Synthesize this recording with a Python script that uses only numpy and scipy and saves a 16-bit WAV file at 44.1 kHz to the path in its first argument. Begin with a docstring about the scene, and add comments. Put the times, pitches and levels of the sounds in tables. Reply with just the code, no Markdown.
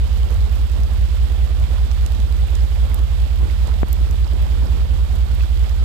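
"""Heavy night rain on a flooded road, heard from the open window of a standing truck with its engine idling.
Rain is shaped noise with ticks, short bursts for near drops, ringing plinks and a low drumming wash.
Eight cylinders strike ringing exhaust and body modes; soft pushes ring the dash at each end of the wiper sweep.
The right port is open to the rain. The left is muffled: engine throb, thumps, knocks, rustle and body rumble."""
import sys
import numpy as np
from scipy import signal
from scipy.fft import rfft, irfft
from scipy.io import wavfile

SR = 44100
rng = np.random.default_rng(int(sys.argv[2]) if len(sys.argv) > 2 else 0)


def to_wav(s):
    """Save 16-bit WAV."""
    ch = np.atleast_2d(s).T  # columns
    pcm = np.round(np.clip(ch, -1, 1) * 32767)  # PCM
    wavfile.write(sys.argv[1], SR, pcm.astype(np.int16))


def to_linear_factor(level_db):
    """Convert decibel levels (scalar or array-like) to linear amplitude factors."""
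    exponent = np.asarray(level_db, float) / 20
    return 10 ** exponent


N = 257544

# Tone of the rain hiss. Each row: frequency in Hz, relative level in dB per Hz.
HISS_SPECTRUM = [(500, -11), (1000, -3.5), (1700, -2), (2600, -1.5), (3400, 0.5), (4300, -4), (5000, -5.5),
                 (6000, -12), (7500, -10.5), (9000, -12.5), (10500, -21), (12400, -11.5), (14000, -16.5),
                 (15500, -19)]
RAIN_DB = -39
# Drops bursting next to the open port. Each row: start in seconds, level in dB, centre frequency in Hz.
NEAR_DROPS = [(0.1296, -47, 4500), (0.3053, -47, 10000), (0.5237, -49, 11000), (0.834, -42, 5500),
              (1.5993, -49, 7000), (1.9145, -41, 4000), (2.0627, -35.5, 5970), (2.2014, -44, 5500),
              (2.5528, -37.5, 5000), (2.897, -50, 13500), (2.9438, -34, 12000), (3.673, -41, 5000),
              (3.929, -30, 14500), (4.1106, -43, 9500), (4.4213, -50, 13000), (5.1532, -49, 10000),
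              (5.348, -48, 13000), (5.4256, -48, 10000), (5.5933, -48, 6000)]
FAINT_DROPS_PER_S, FAINT_DROP_DB, OFF_CENTRE_DB_PER_OCTAVE = 4.5, -52, 9.5
# Bands in which the open port resonates. Each row: low edge in Hz, high edge in Hz.
PORT_BANDS = [(3000, 6000), (6000, 9300), (11300, 14300)]
# Pitched plinks of single drops in the flood. Each row: start in seconds, peak in dB, pitch in Hz.
PLINKS = [(.834, -33, 4960), (1.597, -38, 8800), (2.149, -35, 6400), (2.917, -25, 2090), (5.408, -24, 2520),
          (5.435, -27.5, 1560)]
# Tone of the noise in the low wash of rain. Each row: frequency in Hz, relative level in dB per Hz.
WASH_SPECTRUM = [(25, -22), (50, 2), (110, 12.5), (170, 8), (250, 2), (500, 1.5), (800, -1), (1400, -7.5),
                 (3000, -29)]
WASH_GAIN_DB, WASH_WAVERS_DB = -38.5, 0.87
# Short swells of the low wash. Each row: middle in seconds, height in dB above the steady level.
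SWELLS = [(.33, 4), (.78, 4), (1.82, 0.5), (2.11, 2), (2.185, 3), (2.85, 1.5), (3.43, 4.5), (3.68, 5),
          (4.46, 3), (4.64, 3.5)]
SWELL_S = 0.026                                  # spread of the bell-shaped swell

# Speed of the crankshaft. Each row: time in seconds, turns per minute.
SPEED = [(0.0, 598.28), (0.73, 601.36), (1.46, 602.33), (2.19, 600.01), (2.92, 601.13), (3.65, 600.48),
         (4.38, 602.84), (5.11, 598.24), (5.84, 604.71)]
FIRST_FIRING_TURN, BANK_LAG_S = .912, .0017      # crank turns after the start; delay of bank 1
# Cylinders in firing order. Each row: bank number (0 or 1), strength in dB.
CYLINDERS = [(0, 1.0), (1, -.1), (1, 2.2), (0, 2.3), (1, 1.3), (0, .4), (0, -1.6), (1, -2.2)]
# Exhaust and body modes. Each row: frequency in Hz, time to fade by 60 dB in seconds, then four signed
# relative swings: left from bank 0, left from bank 1, right from bank 0, right from bank 1.
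EXHAUST_MODES = [(55.35, .1412, .140, .469, -.878, -.629), (59.74, .4, -.0167, -.342, 1.042, .6185),
                 (73.55, .2376, -.106, -.046, -.204, -.0545), (94.55, .0966, .022, -.023, .0736, .0853),
                 (160.0, .06, .002, .002, .012, .012)]
# Engine gain at the ports. Each row: gain in dB; left first, then right.
ENGINE_DB = [
    [0.5],
    [-0.13],
]

# What a wiper thump rings with. Each row: frequency in Hz, time to fade by 60 dB in seconds, relative level in dB.
DASH_MODES = [(85.5, 0.14, 2.5), (39, 0.9, -31), (158, 0.11, -12.5)]
WIPER_FIRST_S, WIPER_HALF_SWEEP_S = .349, .62
WIPER_DB, FAR_END_DB = -13.5, 1                  # every second thump is driven this much harder
# Clear knocks at the left port. Each row: start in seconds, peak in dB before muffling.
KNOCKS = [(0.587, -33), (0.799, -35), (.93, -47), (1.47, -49), (1.73, -50), (2.005, -46), (2.057, -34),
          (2.558, -34), (2.785, -33), (2.931, -28), (2.957, -33), (3.505, -36), (3.8318, 3), (3.863, -24),
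          (3.941, -26), (4.098, -23), (4.917, -32)]
FAINT_KNOCKS_PER_S, FAINT_KNOCK_ABOVE_RUSTLE_DB = 2.5, 5.5
# Rustle at the left port, low until the hard knock, then a long shift of the grip.
# Each row: time in seconds, gain in dB before wavering and dulling.
GRIP = [(0, -58), (1.05, -52.5), (1.25, -63), (1.5, -55.5), (2.95, -59), (3.14, -59), (3.78, -56),
        (3.9, -37.5), (4.2, -38), (4.35, -35), (4.65, -33.5), (4.8, -42.5), (5.3, -39), (5.65, -64),
        (5.84, -46)]
RUSTLE_WAVERS_DB, FULL_RUB_DB = 1.5, -35.5
# Tone of the rustle at its brightest. Each row: frequency in Hz, relative level in dB per Hz.
RUSTLE_SPECTRUM = [(60, 0), (150, 12.5), (300, 4), (600, -6), (1400, -21), (2200, -37), (3200, -57),
                   (6000, -59)]
# Tone of the rumble through the body. Each row: frequency in Hz, relative level in dB per Hz.
BODY_SPECTRUM = [(20, 24.5), (40, 20.5), (70, 2), (100, 24.5), (130, 17.5), (200, -5), (400, -75)]
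BODY_DB = -33                                    # before muffling

MUFFLE_HZ, TOP_HZ = 2630, 15800
LIMIT_DB, RELEASE_DB_PER_S = -1.8, 106


def rms_one(x):
    """Scales a sound so that its rms, a kind of average size, is 1."""
    return x / np.sqrt(np.mean(x ** 2) + 1e-20)


def drift(rate):
    """A slow random curve with a spread of 1; a higher rate wanders faster."""
    r = np.exp(-80 * np.pi * rate / SR)          # runs on every 40th sample
    slow = signal.lfilter([1], [1, -2 * r, r * r], rng.standard_normal(N // 40 + 2002))[2000:]
    return np.interp(np.arange(N) / 40, np.arange(len(slow)), rms_one(slow))


def at_random(per_s):
    """Times of chance events, each with a uniform and a normal draw."""
    when, even, normal = rng.random(40), rng.random(40), rng.standard_normal(40)
    s = np.cumsum(-np.log(1 - when)) / per_s
    return [v[s < N / SR] for v in (s, even, normal)]


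def clicks_at(s, sizes):
    """A practically silent track with one click per time."""
    out = np.full(N, 1e-18)
    place = np.clip(np.round(np.asarray(s) * SR).astype(int), 0, N - 1)
    np.add.at(out, place, sizes)
    return out


def ring(clicks, hz, t60):
    """A unit click starts a sine of height 1 that fades by 60 dB in t60 seconds."""
    r, w = 10 ** (-3 / (t60 * SR)), 2 * np.pi * hz / SR
    return signal.lfilter([0, np.sin(w)], [1, -2 * r * np.cos(w), r * r], clicks)


def soften(x, hz):
    """Gently turns down what lies above hz (one-pole low-pass)."""
    r = np.exp(-2 * np.pi * hz / SR)
    return signal.lfilter([1 - r], [1, -r], x)


def band(x, low, high):
    """Keeps mainly what lies between low and high (Butterworth band-pass)."""
    return signal.sosfilt(signal.butter(2, [low, high], "band", fs=SR, output="sos"), x)


def coloured(x, spectrum):
    """Gives a flat signal the tone in the table; rms 1."""
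    hz, db = np.transpose(spectrum)
    grid = np.maximum(np.fft.rfftfreq(N, 1 / SR), 1)
    shape = to_linear_factor(np.interp(np.log(grid), np.log(hz), db))
    shape *= np.minimum(1, grid / hz[0]) ** 2    # fades out below the first row
    return rms_one(irfft(rfft(x) * shape, N))


def patchy_noise(shared_db, own_db, rate):
    """Flat noise whose octaves swell partly together, partly alone."""
    grid, together, out = np.fft.rfftfreq(N, 1 / SR), drift(rate), 0
    white = rfft(rng.standard_normal(N))
    for hz in 22 * 2 ** np.arange(10):
        octaves_away = np.clip(np.log2((grid + 1) / hz), -1, 1)
        share = np.cos(np.pi / 2 * octaves_away) ** 2
        swell = to_linear_factor(shared_db * together + own_db * drift(2 * rate))
        out = out + irfft(white * share, N) * swell
    return rms_one(out)


def patter(per_s, low_hz, high_hz, cycles, spread_db):
    """Single drops at random, each ringing a few cycles at one of ten pitches; rms 1."""
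    sizes = to_linear_factor(spread_db * np.minimum(rng.exponential(1, N), 4)) * rng.choice([-1, 1], N)
    born, dealt = rng.random(N) < per_s / SR, rng.integers(0, 10, N)
    out = 0
    for k, hz in enumerate(np.geomspace(low_hz, high_hz, 10)):
        out = out + ring(sizes * born * (dealt == k) + 1e-18, hz, cycles / hz)
    return rms_one(out)


def rain():
    """Far drops merge into hiss; nearer ones stand out as short ticks of all sizes."""
    far = patchy_noise(shared_db=0.59, own_db=.5, rate=7.3)
    sizes = to_linear_factor(2.6 * np.minimum(rng.exponential(1, N), 4.5))
    struck = rng.random(N) < 150 / SR            # about 150 ticks a second
    ticks = soften(sizes * struck, 280) * rng.standard_normal(N)
    bright = ticks - soften(ticks, 3800)         # a near drop keeps its treble
    return to_linear_factor(RAIN_DB) * coloured(far + to_linear_factor(-5.5) * rms_one(bright), HISS_SPECTRUM)


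def drops():
    """A near drop is a burst of some two milliseconds, strongest in the closest port band, with a faint splash."""
    t = np.arange(SR // 50) / SR
    splash = 0.073 * np.exp(-t / 0.0032)
    burst = (t / 0.00039) ** 2 * np.exp(-t / 0.00023) + splash
    out = np.zeros(N + len(t))
    s, pitch, chance = at_random(FAINT_DROPS_PER_S)
    faint = np.c_[s, FAINT_DROP_DB + 2.5 * chance, 7000 * 2.2 ** pitch]
    rows = np.r_[NEAR_DROPS, faint]
    for (start, level_db, hz), noises in zip(rows, rng.standard_normal((60, 3, len(t)))):
        for (low, high), noise in zip(PORT_BANDS, noises):
            octaves_off = abs(np.log2(np.sqrt(low * high) / hz))
            db = level_db - OFF_CENTRE_DB_PER_OCTAVE * octaves_off
            sound = rms_one(band(burst * np.sign(noise), low, high))
            out[round(start * SR):][:len(t)] += to_linear_factor(db) * sound
    return out[:N]


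def plinks():
    """A trapped bubble swells quickly and rings some forty cycles."""
    out = 0
    for s, db, hz in PLINKS:
        bubble = ring(soften(clicks_at([s], 1), 500), hz, 40.0 / hz)
        out = out + to_linear_factor(db) * bubble / np.abs(bubble).max()
    return out


def faint_plinks():
    """Fainter plinks in the flood, each a small ringing drop."""
    return to_linear_factor(-58) * patter(40, 1800, 5900, cycles=33.0, spread_db=8.0)


def wash_gain():
    """A steady level that wavers a little, with a few short swells."""
    t = np.arange(N) / SR
    swells_db = sum(db * np.exp(-.5 * ((t - s) / SWELL_S) ** 2) for s, db in SWELLS)
    return to_linear_factor(WASH_GAIN_DB + WASH_WAVERS_DB * drift(1.7) + swells_db)


def low_wash():
    """Low noise of many drops, joined by ringing drops that drum on roof and bonnet."""
    drumming = soften(patter(900, 133.3, 1870, cycles=9.8, spread_db=3.0), 640)
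    noise = coloured(patchy_noise(shared_db=1.5, own_db=1.93, rate=21.4), WASH_SPECTRUM)
    return wash_gain() * (to_linear_factor(3.0) * noise + to_linear_factor(-0.5) * rms_one(drumming))


def engine(uneven_db):
    """Eight firings in two turns; the banks, in uneven order, ring the modes differently at each port."""
    lead = SR                                    # the engine is already running
    s, rpm = np.transpose(SPEED)
    t = np.arange(-lead, N) / SR
    turns = np.cumsum(np.interp(t, s, rpm)) / 60 / SR
    firing = np.floor(4 * (turns - turns[lead] - FIRST_FIRING_TURN)).astype(int)
    at = np.flatnonzero(np.diff(firing)) + 1
    bank, db = np.transpose(CYLINDERS)[:, firing[at] % 8]
    late = (bank * BANK_LAG_S * SR).astype(int)
    pulses = np.full((2, len(t) + lead), 1e-18)
    pulses[bank.astype(int), at + late] = to_linear_factor(db + uneven_db * rng.standard_normal(len(at)))
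    out = 0
    for hz, t60, *swing in EXHAUST_MODES:
        out = out + np.reshape(swing, (2, 2)) @ ring(pulses, hz, t60)   # ports by banks
    return to_linear_factor(ENGINE_DB) * out[:, lead:lead + N]


def wiper():
    """The blade stops softly at each end of its sweep and thumps the dash."""
    stroke = np.arange(9)
    s, db = WIPER_FIRST_S + WIPER_HALF_SWEEP_S * stroke, WIPER_DB + FAR_END_DB * (stroke % 2)
    length, out = int(.04 * SR), 0
    for hz, t60, level_db in DASH_MODES:
        sizes = to_linear_factor(db + level_db + 3.8 * rng.standard_normal(len(s)))
        push = clicks_at(s, sizes * rng.choice([-1, 1], len(s)))
        swell = signal.windows.hann(length) * np.sin(2 * np.pi * hz * np.arange(length) / SR)
        soft_push = signal.fftconvolve(push, swell / np.abs(swell).sum())[:N]
        out = out + ring(soft_push, hz, t60)
    return out


def knocks():
    """Pressure jumps relax through the blocked port amid a short scuff; soft ones are slower and duller."""
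    s, _, chance = at_random(FAINT_KNOCKS_PER_S)
    faint_db = np.interp(s, *np.transpose(GRIP)) + FAINT_KNOCK_ABOVE_RUSTLE_DB + 3.2 * chance
    s, db = np.c_[np.transpose(KNOCKS), [s, faint_db]]
    t, out = np.arange(SR // 25) / SR, np.zeros(N + SR // 25)
    for start, level_db in zip(s, db):
        slow = to_linear_factor(-.25 * level_db)
        jump = np.exp(-t / (0.002 * slow)) - np.exp(-t / (0.00011 * slow))
        relaxed = jump - 1.7 * soften(soften(jump, 250), 250)   # the pressure swings back past rest
        out[round(start * SR):][:len(t)] += to_linear_factor(level_db) * relaxed / relaxed.max()
    scuff_sizes = to_linear_factor(np.minimum(db, -30) + 47.5)
    scuff = soften(soften(clicks_at(s - .01, scuff_sizes), 25), 25)
    scrape = rms_one(soften(band(rng.standard_normal(N), 180, 640), 900))
    return out[:N] + scuff * scrape


def rustle():
    """Rubbing at the muffled port makes patchy noise; a stronger rub is brighter."""
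    grip_db = np.interp(np.arange(N) / SR, *np.transpose(GRIP))
    level = to_linear_factor(grip_db + RUSTLE_WAVERS_DB * drift(3.8))
    rub = coloured(patchy_noise(shared_db=3.5, own_db=3.0, rate=27), RUSTLE_SPECTRUM)
    dull = soften(rub, 460)
    harder = np.minimum(level / to_linear_factor(FULL_RUB_DB), 1)
    return level * (dull + harder * (rub - dull))


def body_rumble():
    """Low, slowly wavering noise that comes through the body."""
    return to_linear_factor(BODY_DB) * coloured(patchy_noise(shared_db=-2.5, own_db=-0.5, rate=4.5), BODY_SPECTRUM)


def scene():
    """Left port muffled, right port open; the engine reaches both."""
    shower = rain() + drops() + plinks() + faint_plinks()
    wash, thumps = low_wash(), wiper()
    right = shower + wash + to_linear_factor(-15) * thumps
    dull_wash = to_linear_factor(-8.5) * soften(soften(wash, 185), 185)
    left = thumps + knocks() + rustle() + body_rumble() + dull_wash
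    left = signal.sosfilt(signal.butter(3, MUFFLE_HZ, fs=SR, output="sos"), left)
    return engine(uneven_db=0.5) + np.array([left, right])


def top_cut(x):
    """Nothing passes above the cut-off."""
    return signal.sosfilt(signal.butter(12, 16410, fs=SR, output="sos"), x)


def record(dry):
    """A limiter common to both ports looks ahead and lets go slowly; then peaks and top treble are cut."""
    ramp = RELEASE_DB_PER_S * np.arange(N) / SR
    over_db = np.maximum(20 * np.log10(np.abs(dry).max(axis=0) + 1e-9) - LIMIT_DB, 0)
    held_db = np.maximum.accumulate(over_db + ramp) - ramp
    ahead = int(.0025 * SR)                      # looks 2.5 milliseconds ahead
    gain = to_linear_factor(-soften(np.r_[held_db[ahead:], held_db[-ahead:]], 400))
    clipped = np.clip(dry * gain, -.87, .87)
    mix = signal.sosfilt(signal.cheby2(14, 50, TOP_HZ, fs=SR, output="sos"), clipped)
    return top_cut(mix)


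dry = scene()
out = record(dry)
to_wav(out)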